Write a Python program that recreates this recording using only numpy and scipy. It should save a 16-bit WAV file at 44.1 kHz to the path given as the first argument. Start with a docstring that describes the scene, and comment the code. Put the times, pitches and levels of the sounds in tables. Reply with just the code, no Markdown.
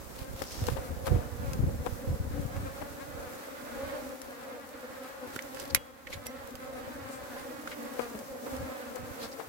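"""The hum of honeybees swells out of a soft hiss: a colony swarming over an open hive box in dry woodland.
Dozens of bees, each a train of wingbeat pulses, wander in pitch and distance around a stereo microphone;
some swerve close by or zip right past its ports, where a light breeze rumbles.
Dry leaves rustle, gear scrapes and ticks, and one sharp metallic snap makes the gain control duck."""
import sys
import numpy as np
from scipy import signal
from scipy.fft import rfft, irfft, next_fast_len
from scipy.io import wavfile
from scipy.ndimage import uniform_filter1d, minimum_filter1d

SR = 44100
rng = np.random.default_rng(int(sys.argv[2]) if len(sys.argv) > 2 else 0)


def generate_wav(signal):
    """Clip the signal to [-1, 1] and save it as 16-bit WAV at the path in sys.argv[1]."""
    frames = np.transpose(np.atleast_2d(signal))
    scaled = np.clip(frames, -1, 1) * 32767
    pcm = np.round(scaled).astype(np.int16)
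    wavfile.write(sys.argv[1], SR, pcm)


N = 418068
CONTROL_HZ = 500  # update rate of slow motion
PORT_LAG_S = 0.00055  # travel time from one microphone port to the other


def from_db(db):
    """Decibels to gain."""
    return 10 ** (np.asarray(db) / 20)


def rms_one(x):
    """Scales a sound to rms 1."""
    return x / np.sqrt(np.mean(x ** 2) + 1e-20)


def clock():
    """The time of every sample."""
    return np.arange(N) / SR


def in_time(rows):
    """The columns of a curve, sample by sample."""
    s, *columns = np.transpose(rows)
    return [np.interp(clock(), s, c) for c in columns]


def panned(db):
    """Left and right gains of mean power 1; a positive pan is to the left."""
    gains = from_db(np.array([[.5], [-.5]]) * db)
    return gains / np.sqrt(np.mean(gains ** 2, axis=0))


def butter(x, hz, kind):
    """A gentle causal filter."""
    return signal.sosfilt(signal.butter(2, hz, kind, fs=SR, output="sos"), x)


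def below(x, hz):
    """The part of a sound below hz, with no phase shift."""
    return signal.sosfiltfilt(signal.butter(4, hz, fs=SR, output="sos"), x)


def coloured(x, spectrum):
    """Gives a sound a smooth spectral shape."""
    size = next_fast_len(x.shape[-1])
    hz, db = np.transpose(spectrum)
    bin_hz = np.arange(size // 2 + 1) * SR / size
    shape_db = np.interp(np.log(bin_hz + 1), np.log(hz), db)
    return irfft(rfft(x, size) * from_db(shape_db), size)[..., :x.shape[-1]]


def drift(rate_hz, t):
    """A smooth random wander of rms about 1, read at times t."""
    r = np.exp(-2 * np.pi * rate_hz / CONTROL_HZ)
    slow = signal.lfilter([1], [1, -2 * r, r * r], rng.standard_normal(7000))[1500:]
    return np.interp(t * CONTROL_HZ, np.arange(len(slow)), rms_one(slow))


def stereo_noise(alike):
    """White noise, partly shared by the two channels."""
    return np.sqrt(alike) * rng.standard_normal(N) + np.sqrt(1 - alike) * rng.standard_normal((2, N))


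def swell(t, s, half_s):
    """The power of a sound that rises and falls around time s."""
    return np.exp(-np.minimum(((t - s) / half_s) ** 2, 50))


def add(track, s, sound):
    """Mixes a short sound in at time s."""
    start = max(round(s * SR), 0)
    track[..., start:start + sound.shape[-1]] += sound[..., :N - start]


def pulses(times, sizes):
    """Impulses placed between samples."""
    inside = (times > 0) & (times * SR < N - 1)
    whole, part = np.divmod(times[inside] * SR, 1)
    out = np.zeros(N)
    out[whole.astype(int)] = sizes[inside] * (1 - part)
    out[whole.astype(int) + 1] += sizes[inside] * part
    return out


def among_trees(x, scatter_db, decay_s):
    """Direct sound reaches the microphone with short scatter from ground, box and trunks."""
    t = np.arange(SR // 10) / SR
    echoes = rng.standard_normal((2, len(t))) * np.exp(-t / decay_s)
    echoes *= from_db(scatter_db) / np.sqrt(np.sum(echoes ** 2, axis=1, keepdims=True))
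    return x + signal.oaconvolve(x, echoes, axes=1)[:, :N]


# colour of the hiss all round the microphone: f/Hz, gain/dB
HISS_SPECTRUM = [(30, -12), (150, 10), (400, 15.5), (1200, 9.5), (3000, -2), (6000, 0), (8000, 0),
                 (9300, -2.5), (13000, 0), (16000, -1)]
# its treble above 8 kHz: t/s, level/dB
HISS_TREBLE = [(0, -53.5), (3.9, -54), (4.75, -56.5), (5.1, -55), (6.8, -56.5), (8.1, -52), (8.4, -55.5),
               (8.52, -52), (9.48, -54.5)]
def airy_hiss(waver_db=1.0):
    """A wide, soft, wavering hiss lies behind everything."""
    level_db, = in_time(HISS_TREBLE)
    noise = coloured(stereo_noise(alike=0.009), HISS_SPECTRUM)
    treble_rms = np.std(butter(noise, 8000, "high"))
    return from_db(level_db + waver_db * drift(6, clock())) * noise / treble_rms


# steady breeze on the microphone: t/s, level/dB, pan/dB
STEADY_BREEZE = [(0, -49, -53), (1.6, -38, -9), (2.8, -45.5, -28), (3.45, -61, -23), (5.1, -61.5, -10),
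                 (6.5, -54, -4), (7.6, -59.5, -1), (9.48, -59, -26)]
# gusts at the ports, plus the low thumps of a knock (5.364 s) and the metal snap (5.76 s):
# t/s, level/dB, half-length/s, pan/dB, pressure swing f/Hz
GUSTS_AND_THUMPS = [(0.347, -39, 0.031, -5, 69), (0.627, -30, 0.012, -4, 88), (0.732, -30, 0.054, -20, 112),
                    (0.916, -35, 0.031, 17, 70), (1.148, -22.5, 0.036, -8, 113),
                    (1.473, -36, 0.046, 17, 90), (1.631, -26.5, 0.065, 1.5, 90),
                    (1.808, -36, 0.021, 1, 78.5), (2.111, -30, 0.043, 0.5, 102),
                    (2.244, -37, 0.042, 17, 80), (2.397, -32, 0.053, 24, 148), (2.602, -37, 0.063, -1, 90),
                    (3.191, -45.5, 0.1, -23, 55), (3.845, -49.5, 0.15, -7, 70),
                    (5.364, -36.5, 0.0044, -6, 330), (5.76, -42.5, 0.037, 29, 89),
                    (6.155, -44, 0.065, 0, 89.5), (7.028, -47, 0.055, 3, 101), (8.6, -38.5, 0.051, 8, 91),
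                    (9.04, -44.5, 0.042, -34, 88.5)]
# colour of the rumble: f/Hz, gain/dB
RUMBLE_SPECTRUM = [(20, -34), (45, 0.5), (75, 5.5), (130, -2.5), (220, -9.5), (400, -18.5), (900, -35.5),
                   (2000, -83)]
def breeze_and_thumps(lumpy_db=5, swing_db=6):
    """Lumpy rumble swells at the ports with each gust or thump, whose pressure pushes and then pulls."""
    level_db, side_db = in_time(STEADY_BREEZE)
    power = (from_db(level_db) * panned(side_db)) ** 2
    swings, t = np.zeros((2, N)), np.arange(-SR // 4, SR // 4) / SR
    for s, peak_db, half_s, pan_db, hz in GUSTS_AND_THUMPS:
        swing = -from_db(swing_db) * np.sin(2 * np.pi * hz * t) * np.exp(-(1.47 * hz * t) ** 2)
        strength = from_db(peak_db) * panned(pan_db)
        add(power, s + t[0], strength ** 2 * swell(t, 0, half_s))
        add(swings, s + t[0], strength * swing)
    lumps = from_db(lumpy_db * np.array([drift(43.5, clock()) for ear in range(2)]))
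    rumble = rms_one(coloured(stereo_noise(alike=0.074), RUMBLE_SPECTRUM) * lumps)
    return butter(np.sqrt(power) * rumble + swings, 21, "high")


# dry leaves and scraping gear (6.1-6.3 s) around the hive: t/s, level/dB, half-length/s
LEAF_AND_GEAR_RUSTLES = [(0.201, -49.5, 0.04), (0.41, -46, 0.038), (0.548, -46, 0.058),
                         (0.682, -42.5, 0.045), (1.072, -38, 0.01), (5.355, -46, 0.022),
                         (5.61, -45.5, 0.052), (6.123, -41, 0.03), (6.262, -38, 0.0051), (7.398, -51, 0.04),
                         (7.698, -48.5, 0.025), (8.019, -46, 0.022), (9.236, -44.5, 0.021)]
# their colour: f/Hz, gain/dB
RUSTLE_SPECTRUM = [(500, 23), (2000, 14.5), (4000, 14), (6000, 10.5), (9000, 9), (13000, 10.5), (16000, 0)]
def rustles(grain_db=3.5):
    """Dry leaves and scraping gear swish in swells of fine crackle."""
    t = clock()
    power = sum(from_db(db) ** 2 * swell(t, s, half_s) for s, db, half_s in LEAF_AND_GEAR_RUSTLES)
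    grains = stereo_noise(alike=0.12) * from_db(grain_db * drift(140, t))
    return np.sqrt(power) * rms_one(coloured(grains, RUSTLE_SPECTRUM))


# gritty leaves and scraping gear (near 6.13 s) close by: t/s, level/dB, half-length/s, resonance f/Hz
LEAF_AND_GEAR_CRUNCHES = [(0.54, -47.5, 0.09, 5400), (5.603, -48.5, 0.014, 4750),
                          (5.706, -42.5, 0.0043, 4700), (6.137, -39.5, 0.01, 3800),
                          (6.13, -38.5, 0.0097, 2340), (7.137, -52.5, 0.033, 8050),
                          (9.238, -45, 0.024, 4300), (9.328, -48, 0.0068, 5000)]
def crunches(grains_per_s=1800, q=4.0):
    """A quick run of tiny cracks rings in a stiff leaf or in scraped metal."""
    out, t = np.zeros((2, N)), np.arange(-SR // 4, SR // 4) / SR
    for s, level_db, half_s, hz in LEAF_AND_GEAR_CRUNCHES:
        cracks = (rng.random(len(t)) < grains_per_s / SR) * rng.standard_normal((2, len(t)))
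        ringing = rms_one(signal.lfilter(*signal.iirpeak(hz, q, fs=SR), cracks + 1e-18))
        add(out, s + t[0], from_db(level_db) * ringing * np.sqrt(swell(t, 0, half_s)))
    return out


def bee_bumps(per_s=16, tap_db=-47, spread_db=2.4):
    """Bees bump into dry leaves and wood at random; the microphone gets mostly scatter."""
    when, size = rng.random((int(per_s * N / SR), 2)).T
    taps = pulses(when * N / SR, from_db(tap_db - spread_db * np.log(size + 0.015)))
    ticks = butter(taps * panned(2 * drift(8, clock())), 2100, "high")
    return among_trees(ticks, scatter_db=14, decay_s=0.002)


# near the microphone, sharp dry ticks (the first a close bee's wingbeat), dull knocks and metallic snaps:
# t/s, level/dB, pan/dB
DRY_TICKS = [(0.4205, -34.5, 16), (0.668, -31, 5), (1.533, -36.5, 7), (4.2165, -39, 3),
             (5.3615, -37.5, -10), (5.423, -41, 2), (5.546, -40.5, -10), (5.5985, -35, -20),
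             (6.554, -39, -6), (8.19, -42, 0), (8.566, -41.5, -2), (8.958, -40, 10)]
DULL_KNOCKS = [(0.6845, -39, 27), (5.362, -35, -8), (5.5695, -37, -20), (7.674, -35, 2)]
METAL_SNAPS = [(5.7475, -12.5, -3.5), (6.267, -27.5, -8)]
# metal gear clinks and scrapes: t/s, level/dB, pan/dB, decay/s
GEAR_CLINKS = [(5.391, -31.5, -6, 0.002), (5.759, -31, -12, 0.0072), (6.07, -34.5, -4, 0.0047),
               (6.128, -39, -8, 0.015), (7.715, -40.5, 2, 0.014)]
# metal left ringing by a knock: t/s, f/Hz, level/dB, t60/s
METAL_RINGS = [(5.748, 2000, -16, 0.014), (5.748, 2350, -17.5, 0.022), (5.748, 3750, -20, 0.01),
               (5.747, 6030, -12, 0.0058), (5.747, 2870, -49, 0.31), (5.748, 3300, -49, 0.52),
               (6.128, 2340, -31, 0.079), (6.135, 6950, -33, 0.045), (6.267, 2055, -38, 0.094),
               (6.268, 5740, -37, 0.083)]
def ticks_and_knocks(q=4.6, rise_share=0.4, low_cut_share=0.13, top_hz=14500):
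    """Each click is a dying crack that excites one broad resonance; metal rings on."""
    out, t = np.zeros((2, N)), np.arange(SR // 4) / SR
    # each click gains its body: resonance f/Hz, resonance over the crack/dB, decay/s
    clicks = [(*row, 5900, -15, .0018) for row in DRY_TICKS]
    clicks += [(*row, 1460, 33, .0032) for row in DULL_KNOCKS]
    clicks += [(*row, 11700, -2, .0017) for row in METAL_SNAPS]
    clicks += [(*row, 1950, 20, decay_s) for *row, decay_s in GEAR_CLINKS]
    for s, level_db, pan_db, hz, body_db, decay_s in clicks:
        noise = rng.standard_normal((2, len(t))) + 0.33 * rng.standard_normal(len(t))
        crack = butter(noise, [low_cut_share * min(hz, 3000), top_hz], "band")
        body = signal.lfilter(*signal.iirpeak(hz, q, fs=SR), crack)
        burst = rms_one(rms_one(crack) + from_db(body_db) * rms_one(body))
        rise_s = rise_share * decay_s  # longer scrapes swell more slowly
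        envelope = np.exp(-t / decay_s) * (1 - np.exp(-t / rise_s))
        add(out, s - rise_s / 2, from_db(level_db) * panned(pan_db) * burst * envelope / envelope.max())
    for s, hz, level_db, t60 in METAL_RINGS:
        phase = 2 * np.pi * hz * t + rng.uniform(0, np.pi, (2, 1))
        add(out, s, from_db(level_db - 60 * t / t60) * np.sin(phase))
    return among_trees(out, scatter_db=-6.5, decay_s=0.0068)


# pairs of bees swerving near the microphone: t/s, level/dB, wingbeat f/Hz, half-length/s
BEE_SWERVES = [(0.24, -50.5, 266.2, 0.053), (0.839, -52, 262, 0.071), (1.5, -47.5, 273.5, 0.064),
               (2.539, -44, 265, 0.024), (2.661, -44, 260, .028), (2.779, -45.5, 274.7, 0.017),
               (3.022, -45.5, 270, 0.019), (3.229, -51, 253.7, 0.097), (3.51, -48, 272, .025),
               (5.059, -50, 255.4, .035), (6.658, -49.5, 261, 0.049), (6.78, -48, 258, 0.023),
               (7.11, -44.5, 270, 0.029), (8.039, -47.5, 238, 0.072), (8.68, -50.5, 264.7, 0.13),
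               (9.02, -46.5, 250.8, 0.048), (9.22, -47.5, 232, .04)]
# colour of their wing pulses: f/Hz, gain/dB
SWERVE_SPECTRUM = [(240, 5), (500, 9.5), (800, 0.5), (1400, 3), (2200, -8), (3200, -16), (9000, -22)]
def swerving_bees(companion_db=-6, flutter=.019, glide_per_s=.7, upstroke=0.22,
                  sway_db=3.5, veer_db=5, lean_db=2):
    """Two bees rasp against each other, two pulses a wingbeat; pitch bends as they swing by."""
    def voice(x):
        return butter(coloured(x, SWERVE_SPECTRUM), 155, "high")

    out, t = np.zeros((2, N)), np.arange(-125, 125) / CONTROL_HZ
    for s, level_db, wing_hz, half_s in BEE_SWERVES:
        for bee_db in (0, companion_db):
            hz = wing_hz * np.exp(flutter * drift(20, t + 1) + glide_per_s * rng.standard_normal() * t)
            turns = np.cumsum(hz) / CONTROL_HZ + rng.random()
            down = np.interp(np.arange(2, turns[-1] - 1), turns, s + t)  # downstroke times
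            up = down + np.gradient(down) * (0.407 + 0.058 * drift(6.6, down))
            size = from_db(level_db + bee_db + sway_db * drift(19, down))
            size *= np.sqrt(swell(down, s, half_s))
            side_db = lean_db + veer_db * drift(2.02, down)
            lag = PORT_LAG_S / 2 * np.tanh(side_db / 6)
            for ear, heard in enumerate(size * panned(side_db)):
                late = lag if ear else -lag
                out[ear] += pulses(np.r_[down + late, up + late], np.r_[heard, -upstroke * heard])
    steady = np.arange(0, N / SR, 1 / 232)  # a steady 232 Hz wingbeat stands for 0 dB
    steady_rms = np.std(voice(pulses(steady, np.ones(len(steady)))))
    return voice(among_trees(out, scatter_db=-5.0, decay_s=0.0074)) / steady_rms


# single bees right at the microphone:
# t/s, level/dB, wingbeat f/Hz, half-length/s, pan/dB, lift of the fundamental/dB
BEE_PASSES = [(0.419, -30, 269.2, 0.0013, 32, -14), (0.686, -23.5, 244, 0.0013, 30, -2),
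              (0.770, -33.5, 260.6, 0.0039, 30, 2), (1.072, -30, 266.8, 0.0049, 24, -5),
              (1.149, -36, 247, .03, 24, 0), (1.864, -27.5, 242, 0.0021, 23, 2),
              (2.38, -48.5, 275.5, 0.03, 7, 19.5), (2.817, -34.5, 280.6, 0.0028, 36, 3),
              (3.83, -41, 280.3, 0.048, -1.5, 2), (3.98, -44, 298, 0.036, 5, 2),
              (5.235, -43, 253.7, 0.015, 1.5, 3), (7.995, -27.5, 239.4, 0.0025, 26, -6),
              (8.152, -41, 212, 0.0039, 3.5, 22.5), (8.209, -46, 221, 0.0036, 5, 21),
              (8.465, -38, 238, 0.005, -2.5, 7), (8.546, -40, 269.3, 0.026, -7, 14),
              (8.961, -38, 243.4, 0.0054, 15, -1), (9.4, -35.5, 228, 0.0043, 26, -4)]
# colour of wing pulses at that range: f/Hz, gain/dB
PASS_SPECTRUM = [(80, -24), (250, 2), (520, 13.5), (800, 2.5), (1300, -17), (2200, -17), (4000, -20.5),
                 (16000, -25)]
def passing_bees(doppler=.02, waver=0.023, upstroke=0.13, reach_s=0.26,
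                 wake_db=-2, wake_band_hz=(280, 1200), skim_s=0.027, trail=4.9):
    """Loudness goes as one over distance and pitch sags; a bee skimming a port fans it with gusts."""
    out, t = np.zeros((2, N)), np.arange(-SR // 2, SR // 2) / SR
    for s, level_db, wing_hz, half_s, pan_db, lift_db in BEE_PASSES:
        distance = np.hypot(1, t / half_s)  # in units of the closest approach
        receding = t / half_s / distance
        hz = wing_hz * (1 - doppler * receding + waver * drift(4, t + 1))
        turns = np.cumsum(hz) / SR
        down = np.diff(np.floor(turns), prepend=0)
        up = np.diff(np.floor(turns + 0.273), prepend=0)
        tone = rms_one(coloured(butter(down - upstroke * up, 280, "high"), PASS_SPECTRUM))
        tone = coloured(tone, [(320, lift_db), (420, 0)])
        # the nearer port hears the bee first
        lag = PORT_LAG_S * np.tanh(pan_db / 6 + rng.choice([-1, 1]) * receding)
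        tone = np.array([tone, np.interp(t - lag, t, tone)])
        puffs = rng.standard_normal((2, len(t))) * np.cos(np.pi * turns) ** 2
        gusts = rms_one(butter(puffs, wake_band_hz, "band"))
        # the shorter the pass, the closer the bee; its wake trails behind and dies off steeply
        behind = np.hypot(1, t / half_s / np.where(t > 0, trail, 1))
        wake = from_db(wake_db) * gusts / (1 + (half_s / skim_s) ** 2) / behind ** 3
        bee = (tone / distance + wake) * np.exp(-(t / reach_s) ** 2)
        before_start = max(round((0.5 - s) * SR), 0)
        add(out, s - 0.5, from_db(level_db) * panned(pan_db) * bee[:, before_start:])
    return out


def throb(depth_db=4.2, rate_hz=15):
    """A gain that surges and sinks as knots of bees come and go."""
    return rms_one(from_db(2 * depth_db * np.tanh(drift(rate_hz, clock()) / 2)))


def evened(x, span_s=0.87):
    """Holds a sound near rms 1 over spans longer than one bee's visit."""
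    power = uniform_filter1d(np.mean(x ** 2, axis=0), size=int(span_s * SR))
    return x / np.sqrt(np.abs(power) + 1e-20)


# mean wingbeat of the colony over the hive box: t/s, f/Hz
COLONY_WINGBEAT = [(0, 265.3), (2.3, 260.1), (3.0, 269.5), (3.9, 274.6), (4.6, 264.8), (6.0, 266.9),
                   (7.2, 270.8), (8.3, 261.7), (9.48, 266.7)]
# the swarm at the microphone, thickening and thinning: t/s, hum level/dB, buzz level/dB
SWARM_DENSITY = [(0, -58.5, -71), (0.8, -46.5, -55.5), (1.9, -46.5, -59.5), (2.7, -47, -55),
                 (3.55, -48, -53), (3.9, -41, -48.5), (4.25, -46, -55), (4.8, -48, -53),
                 (6.9, -45.5, -52.5), (7.9, -45, -52), (8.3, -45.5, -57.5), (8.55, -42.5, -52.5),
                 (9.48, -50.5, -54)]
# colour of the swarm's wing pulses: f/Hz, gain/dB
SWARM_SPECTRUM = [(100, 23), (270, -4.5), (380, -3), (540, 1), (760, -4.5), (1100, 0.5), (1400, 1.5),
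                  (1950, -3.5), (2800, -11.5), (4500, -15.5), (9000, -45), (16000, -57)]
def swarm(count, spread, flutter, cloud_m, wander_hz, hum_trim_db=0, buzz_trim_db=0,
          wander=.04, closest_m=0.21, darting_hz=1.0):
    """Bees dart round the microphone, two pressure pulses a wingbeat, fainter and later with distance."""
    out, t = np.zeros((2, N)), np.arange(0, N / SR, 1 / CONTROL_HZ)
    wing_hz = np.interp(t, *np.transpose(COLONY_WINGBEAT))
    for own in np.linspace(-1, 1, count):
        hz = wing_hz * np.exp(spread * own + wander * drift(wander_hz, t) + flutter * drift(14, t))
        turns = np.cumsum(hz) / CONTROL_HZ + rng.random()
        down = np.interp(np.arange(1, turns[-1] - 1), turns, t)  # downstroke times
        up = down + np.gradient(down) * (0.406 + 0.078 * drift(0.43, down))
        across, ahead = cloud_m * drift(darting_hz, down), cloud_m * drift(darting_hz, down)
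        distance = np.sqrt(across ** 2 + ahead ** 2 + closest_m ** 2)
        travel_s = distance / 343
        # the upstroke's strength depends on which way the bee faces
        facing = 0.39 * np.sin(drift(0.61, down))
        for ear, side in enumerate((across / distance, -across / distance)):
            lag = travel_s + side * PORT_LAG_S / 2
            heard = from_db(-5.5 * side) / distance
            out[ear] += pulses(np.r_[down + lag, up + lag], np.r_[heard, heard * facing])
    scattered = among_trees(out, scatter_db=-7, decay_s=0.018)
    wings = butter(coloured(scattered, SWARM_SPECTRUM), 143, "high")
    hum = below(wings, hz=700)
    buzz = evened(wings - hum) * throb(depth_db=1.9)
    # the two lowest partials beat and swell each on its own
    fundamental = below(hum, hz=380)
    hum = fundamental * throb() + (hum - fundamental) * throb()
    hum = evened(np.array([rms_one(ear) for ear in hum])) * panned(1)
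    hum_db, buzz_db = in_time(SWARM_DENSITY)
    return from_db(hum_db + hum_trim_db) * hum + from_db(buzz_db + buzz_trim_db) * buzz


def scene():
    """Beside the hive: swarm and hiss all round, a few bees nearer in, and the close sounds on top."""
    crowd = swarm(count=26, spread=.1, flutter=.024, cloud_m=0.8635, wander_hz=1.1)
    near = swarm(count=3, spread=.04, flutter=.015, cloud_m=0.626, wander_hz=3.0,
                 hum_trim_db=-7, buzz_trim_db=-0.5)
    bees = crowd + near + swerving_bees() + passing_bees()
    surroundings = airy_hiss() + breeze_and_thumps() + rustles() + crunches()
    return bees + surroundings + bee_bumps() + ticks_and_knocks()


def gain_control(x, threshold_db=-26, depth_db=8.0, hold_s=0.15, release_db_per_s=19, attack_s=0.095):
    """A sharp treble peak turns the gain down; it is held, then creeps back."""
    power = uniform_filter1d(np.mean(butter(x, 1500, "high") ** 2, axis=0), size=128)
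    over_db = np.clip(10 * np.log10(np.abs(power) + 1e-12) - threshold_db, 0, depth_db)
    span = int(hold_s * SR) // 2
    held_db = -minimum_filter1d(-over_db, 2 * span + 1, origin=span)
    ramp_db = release_db_per_s * clock()
    duck_db = np.maximum.accumulate(held_db + ramp_db) - ramp_db
    r = np.exp(-1 / (attack_s * SR))
    return x * from_db(-signal.lfilter([1 - r], [1, -r], duck_db))


def record(dry):
    """Behind the microphone: gain control, then a steep top cut. Before the cut, the tallest peak is softly
    rounded so it stays below full scale."""
    ceiling, cutoff_hz = .8, 15900
    x = gain_control(dry)
    rounded = x / (1 + (x / ceiling) ** 6) ** (1 / 6)
    return signal.sosfilt(signal.ellip(12, .1, 80, cutoff_hz, fs=SR, output="sos"), rounded)


dry = scene()
out = record(dry)
generate_wav(out)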